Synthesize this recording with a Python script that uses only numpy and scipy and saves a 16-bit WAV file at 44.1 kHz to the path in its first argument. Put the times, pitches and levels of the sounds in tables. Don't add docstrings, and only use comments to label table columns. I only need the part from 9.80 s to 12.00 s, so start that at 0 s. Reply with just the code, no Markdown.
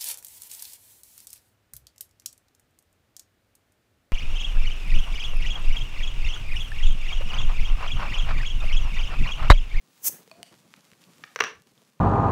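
import sys
import numpy as np
from scipy import signal
from scipy.fft import rfft, irfft, next_fast_len
from scipy.io import wavfile
from scipy.ndimage import map_coordinates

SR = 44100
rng = np.random.default_rng(int(sys.argv[2]) if len(sys.argv) > 2 else 0)


def makeup_ratio(level_db):
    decades = np.asarray(level_db, float) / 20
    return 10 ** decades


def store_wav(level_fs):
    pcm = np.round(np.clip(np.atleast_2d(level_fs), -1, 1) * 32767)
    wavfile.write(sys.argv[1], SR, pcm.T.astype(np.int16))


N = 97020

# pitch_hz, level_db (per Hz)
FLOOR_COLOUR = [(18, -73), (30, -25), (415, -6.5), (526, 1.5), (721, -14.5), (889, -17), (962, -13.5),
                (3400, -15), (16000, -22.5)]
FLOOR_DB = -83.5

# pitch_hz, time_s (to fall 60 dB)
ROOM_DECAY = [(150, .35), (1500, 0.25), (6000, 0.26), (15000, 0.25)]
WALL_S, BUILD_S = 0.03, 0.012

# start_s, level_db
ARM_MOVES = [(0.0, -66.5), (0.14, -62.5), (0.4, -61.5), (1.05, -61), (1.41, -58), (1.64, -62), (1.77, -67),
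             (2.03, -63), (2.2, -70)]
# pitch_hz, level_db (per Hz)
RUB_COLOUR = [(290, -40), (500, -2.5), (668, -13.5), (761, -4), (6420, -8.5), (14900, -16.5),
              (16000, -24.5)]
# pitch_hz, level_db (per Hz)
RUMBLE_COLOUR = [(15, -84), (25, -56.5), (49, -27), (161, 3), (386, -8), (461, -8.5), (840, -16),
                 (1200, -14.5), (1560, -45.5), (2640, -120)]
# start_s, peak_db, pitch_hz, width (as a share of the pitch)
SHIRT_TICKS = [(0.7279, -36.5, 1500, 2.9), (0.7414, -38, 2310, 2), (0.7805, -51.5, 4500, 0.84),
               (1.008, -41, 5000, 1), (1.117, -33, 2000, 1.5), (1.1334, -32, 2000, .9),
               (1.2397, -33, 3400, .8), (1.3352, -39, 2500, 2.3), (1.821, -44, 4000, 3),
               (1.8716, -42.5, 3500, 1.5), (1.917, -50.5, 5000, 2.3), (1.9779, -33.5, 3500, .25),
               (2.0154, -47, 2880, .5), (2.076, -51.5, 3500, 2), (2.195, -37.5, 2300, 0.71)]
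# start_s, level_db, pitch_hz, length_s
CLOTH_THUMPS = [(.298, -44.5, 246, 0.011), (0.338, -51, 197, 0.043), (0.343, -59.5, 1500, 0.11),
                (0.728, -63, 955, 0.051), (0.602, -54, 270, 0.056), (0.729, -55, 223, 0.034),
                (1.127, -56.5, 170, .015), (1.359, -61, 177, 0.019), (1.64, -49.5, 147, 0.066),
                (1.775, -59.5, 94, 0.079), (0.402, -60, 320, 0.092), (1.873, -56.5, 245, 0.01),
                (1.924, -62, 200, 0.024), (2.023, -60.5, 308, 0.018)]
RUB_DB, RUMBLE_DB, LUMP_DB, TICK_DB = -3.5, -4.5, 3, 11
RUMBLE_GROWS = 0.78
GRAIN_DB, GRAINS_PER_S, GRAIN_SPREAD_DB = 20, 70, 3.5

# start_s, peak_db, steel_db (ring over
# knock), brightness_db (per octave)
COUNTER_CLACKS = [
    (1.4384, -24.5, -4.5, 3.5),
    (1.456, -56.5, -11.5, 7),
    (1.56, -17.5, 1, -1.5),
    (1.5899, -22, -6, -1),
    (1.604, -12, 3, -1.5),
    (1.6069, -2.5, -15, -.6),
    (1.621, -14.5, -10, -1),
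    (1.6387, -14.5, 0.5, 2),
    (1.645, -21, -22, 0.5),
]
# pitch_hz, width_hz, level_db
KNOCK_TONES = [(458.3, 105, -10), (850, 850, -29), (1163, 160, -6.5), (1706, 360, 4), (2250, 290, -6),
               (2620, 300, -4.5), (3500, 1300, -3.5)]
# pitch_hz, width_hz, level_db
STEEL_TONES = [(5080, 620, -4.5), (5820, 260, 0.5), (6300, 400, -8.5)]
CLACK_DB, CLACK_WET_DB, SCATTER_DB = -11, -8.5, 1.2
CHATTER_DB, CHATTER_S = -15, 0.015
CONTACT_HZ, THIN_HZ, STEEL_FROM_HZ = 4500, 320, 5200
AIR_DB = 6.5
ROOM_TILT_DB = 1.3

# (each pitch_hz, width_hz, level_db)
NECK_TAPS = [
    (0.4769, -27, [(446, 58, -6), (3860, 5900, 10.5)]),
    (.5147, -29.5, [(647, 26, -1), (1050, 180, 1.5), (2494, 81, 1), (3270, 500, -13), (4400, 144, 2), (8100, 530, -7)]),
    (0.63, -19, [(695, 39, -11.5), (2020, 640, -0.5), (2960, 300, 1.5), (4580, 350, 0), (5900, 300, -6), (8770, 1100, 4.5), (12100, 2300, -9)]),
    (0.9395, -29.5, [(1380, 760, 10), (2360, 1150, 14), (3500, 1200, -11)]),
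]
TAP_WET_DB = -10
SCRAPE_S, SCRAPE_HALF_S, SCRAPE_DB, SCRAPE_ROUGH_DB = 0.592, 0.026, -54.5, 2.5
SCRAPE_HZ, SCRAPE_RISE = 696, 494

# start_s, level_db
JET_LEVEL = [
    (0.12, -79.5),
    (0.216, -60.5),
    (0.246, -27.5),
    (0.272, -18),
    (0.284, -19.5),
    (0.298, -38.5),
    (0.34, -60.5),
]
# pitch_hz, level_db (per Hz)
JET_COLOUR = [(290, -32), (500, -23), (2810, -21), (3290, -17.5), (3810, -24), (6140, -2), (8960, -6),
              (14900, -1.5), (16000, -2)]
JET_WET_DB = -17

TOP_HZ, BEYOND_DB, LOW_CUT_HZ = 15720, -48, 70
CEILING = 1.05


def unit(x):
    return x / np.sqrt(np.mean(x ** 2) + 1e-20)


def along(points, hz):
    f, v = np.transpose(points)
    return np.interp(np.log(hz + 1), np.log(f + 1), v)


def curve(rows):
    s, v = np.transpose(rows)
    return np.interp(np.arange(N) / SR, s, v, left=-120, right=-120)


def wobble(rate):
    knots = rng.standard_normal(int(N * rate / SR) + 4)
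    return map_coordinates(knots, [np.arange(N) * rate / SR])


def filtered(x, response):
    m = 2 * next_fast_len(N // 2 + SR // 4)
    return irfft(rfft(x, m) * response(np.fft.rfftfreq(m, 1 / SR)), m)[:N]


def noise(colour):
    return unit(filtered(rng.standard_normal(N), lambda hz: makeup_ratio(along(colour, hz))))


def blow(s, db):
    away = np.arange(N) - s * SR
    return makeup_ratio(db) * np.sinc(away) * (abs(away) < 24)


def low_cut(f, hz, power):
    return 1 / (1 + (hz / (f + 1)) ** power)


def high_cut(f, hz, power):
    return 1 / (1 + (f / hz) ** power)


def ringing(tones, f):
    power = 0
    for hz, width, db in tones:
        tone = makeup_ratio(db) * 1j * f * SR / np.pi / (hz * hz - f * f + 1j * f * width)
        power = power + abs(tone) ** 2
    return np.sqrt(power)


def causal(gain):
    def response(f):
        c = irfft(np.log(abs(gain(f)) + 1e-6))
        k = np.arange(len(c))
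        return np.exp(rfft(c * np.where(k == 0, 1, 2 * (k < len(c) // 2))))
    return response


def snap(hz, wide):
    def response(f):
        once = 1j * f * wide * hz / (hz * hz - f * f + 1j * f * wide * hz)
        return -once ** 2
    return response


def room(x):
    hz, t, z = signal.stft(rng.standard_normal(SR // 2), SR, nperseg=256)
    decay = makeup_ratio(-60 * t / along(ROOM_DECAY, hz)[:, None])
    tail = signal.istft(z * decay, SR, nperseg=256)[1]
    u = np.arange(len(tail)) / SR
    tail = tail * (0.39 + 1 / (1 + np.exp((WALL_S - u) / BUILD_S * 4)))
    return signal.fftconvolve(x, tail / np.linalg.norm(tail))[:N]


def room_floor():
    return makeup_ratio(FLOOR_DB) * noise(FLOOR_COLOUR)


def shirt():
    move_db, t = curve(ARM_MOVES), np.arange(N) / SR
    rub = makeup_ratio(move_db + RUB_DB + 1.5 * wobble(36)) * noise(RUB_COLOUR)

    usual_db = np.median(move_db)
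    rumble_db = usual_db + RUMBLE_DB + RUMBLE_GROWS * (move_db - usual_db)
    rumble = makeup_ratio(rumble_db + LUMP_DB * wobble(39.59)) * noise(RUMBLE_COLOUR)

    grain_db = move_db + GRAIN_DB + GRAIN_SPREAD_DB * rng.exponential(size=N).clip(0, 2.5)
    grains = (rng.random(N) < GRAINS_PER_S / SR) * makeup_ratio(grain_db)
    out = rub + rumble + filtered(grains, snap(3500, 2.2))

    for s, db, hz, wide in SHIRT_TICKS:
        out += filtered(blow(s, db + TICK_DB), snap(hz, wide))
    for s, db, hz, length in CLOTH_THUMPS:
        swell = np.exp(-((t - s) / length * 2) ** 2)
        out += makeup_ratio(db) * swell * unit(filtered(rng.standard_normal(N), snap(hz, 1.65)))
    return out


def neck_scrape():
    u = np.arange(N) / SR - SCRAPE_S
    swell = np.exp(-(u / SCRAPE_HALF_S) ** 2)
    hum = np.sin(2 * np.pi * (SCRAPE_HZ + SCRAPE_RISE * u / 2) * u)
    return makeup_ratio(SCRAPE_DB + SCRAPE_ROUGH_DB * wobble(100)) * swell * hum


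def neck_taps():
    out = np.zeros(N)
    for s, db, tones in NECK_TAPS:
        top_hz = 2.5 * tones[-1][0]
        glass = lambda f: ringing(tones, f) * low_cut(f, 300, 2) * high_cut(f, top_hz, 2)
        out += filtered(blow(s, db - 18), causal(glass))
    return out + makeup_ratio(TAP_WET_DB) * room(out)


def vary(tones):
    return [(hz, width, db + SCATTER_DB * rng.standard_normal()) for hz, width, db in tones]


def opener():
    out, t = np.zeros(N), np.arange(SR // 40) / SR
    for s, db, steel_db, bright_db in COUNTER_CLACKS:
        knock, steel = vary(KNOCK_TONES), vary(STEEL_TONES)
        scatter = makeup_ratio(CHATTER_DB - 60 * t / CHATTER_S) * rng.standard_normal(len(t)) * (t > 0.0012)
        push = signal.fftconvolve(blow(s, db + CLACK_DB), (t == 0) + scatter)[:N]

        def counter(f):
            tilt = makeup_ratio(bright_db * np.log2(f / 1750 + 0.1))
            return ringing(knock, f) * tilt * high_cut(f, CONTACT_HZ, 4) * low_cut(f, THIN_HZ, 4)

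        def blade(f):
            ring = ringing(steel, f) * low_cut(f, STEEL_FROM_HZ, 8) * high_cut(f, 7200, 8)
            crack = makeup_ratio(AIR_DB) * f / (f + 9000)
            return makeup_ratio(steel_db - 2) * (ring + crack)

        def thrown(f):
            return makeup_ratio(ROOM_TILT_DB * np.log2(f / 1750 + 0.25)) * high_cut(f, 9000, 2)

        clack = filtered(push, causal(counter)) + filtered(push, causal(blade))
        out += clack + makeup_ratio(CLACK_WET_DB) * room(filtered(clack, thrown))
    return out


def gas_jet():
    hiss = makeup_ratio(curve(JET_LEVEL)) * noise(JET_COLOUR)
    return hiss + makeup_ratio(JET_WET_DB) * room(hiss)


def scene():
    return (room_floor() + shirt() + neck_scrape() + neck_taps() + opener() + gas_jet())[None]


def roll_off(x):
    return signal.sosfilt(signal.butter(12, 16510, fs=SR, output="sos"), x)


def record(dry):
    def band(f):
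        treble = np.where(f < TOP_HZ, 1, makeup_ratio(BEYOND_DB))
        return treble * np.sqrt(low_cut(f, LOW_CUT_HZ, 4))
    held = dry[0] / (1 + abs(dry[0] / CEILING) ** 5) ** (1 / 5)
    return roll_off(filtered(held, band)[None])


dry = scene()
out = record(dry)
store_wav(out)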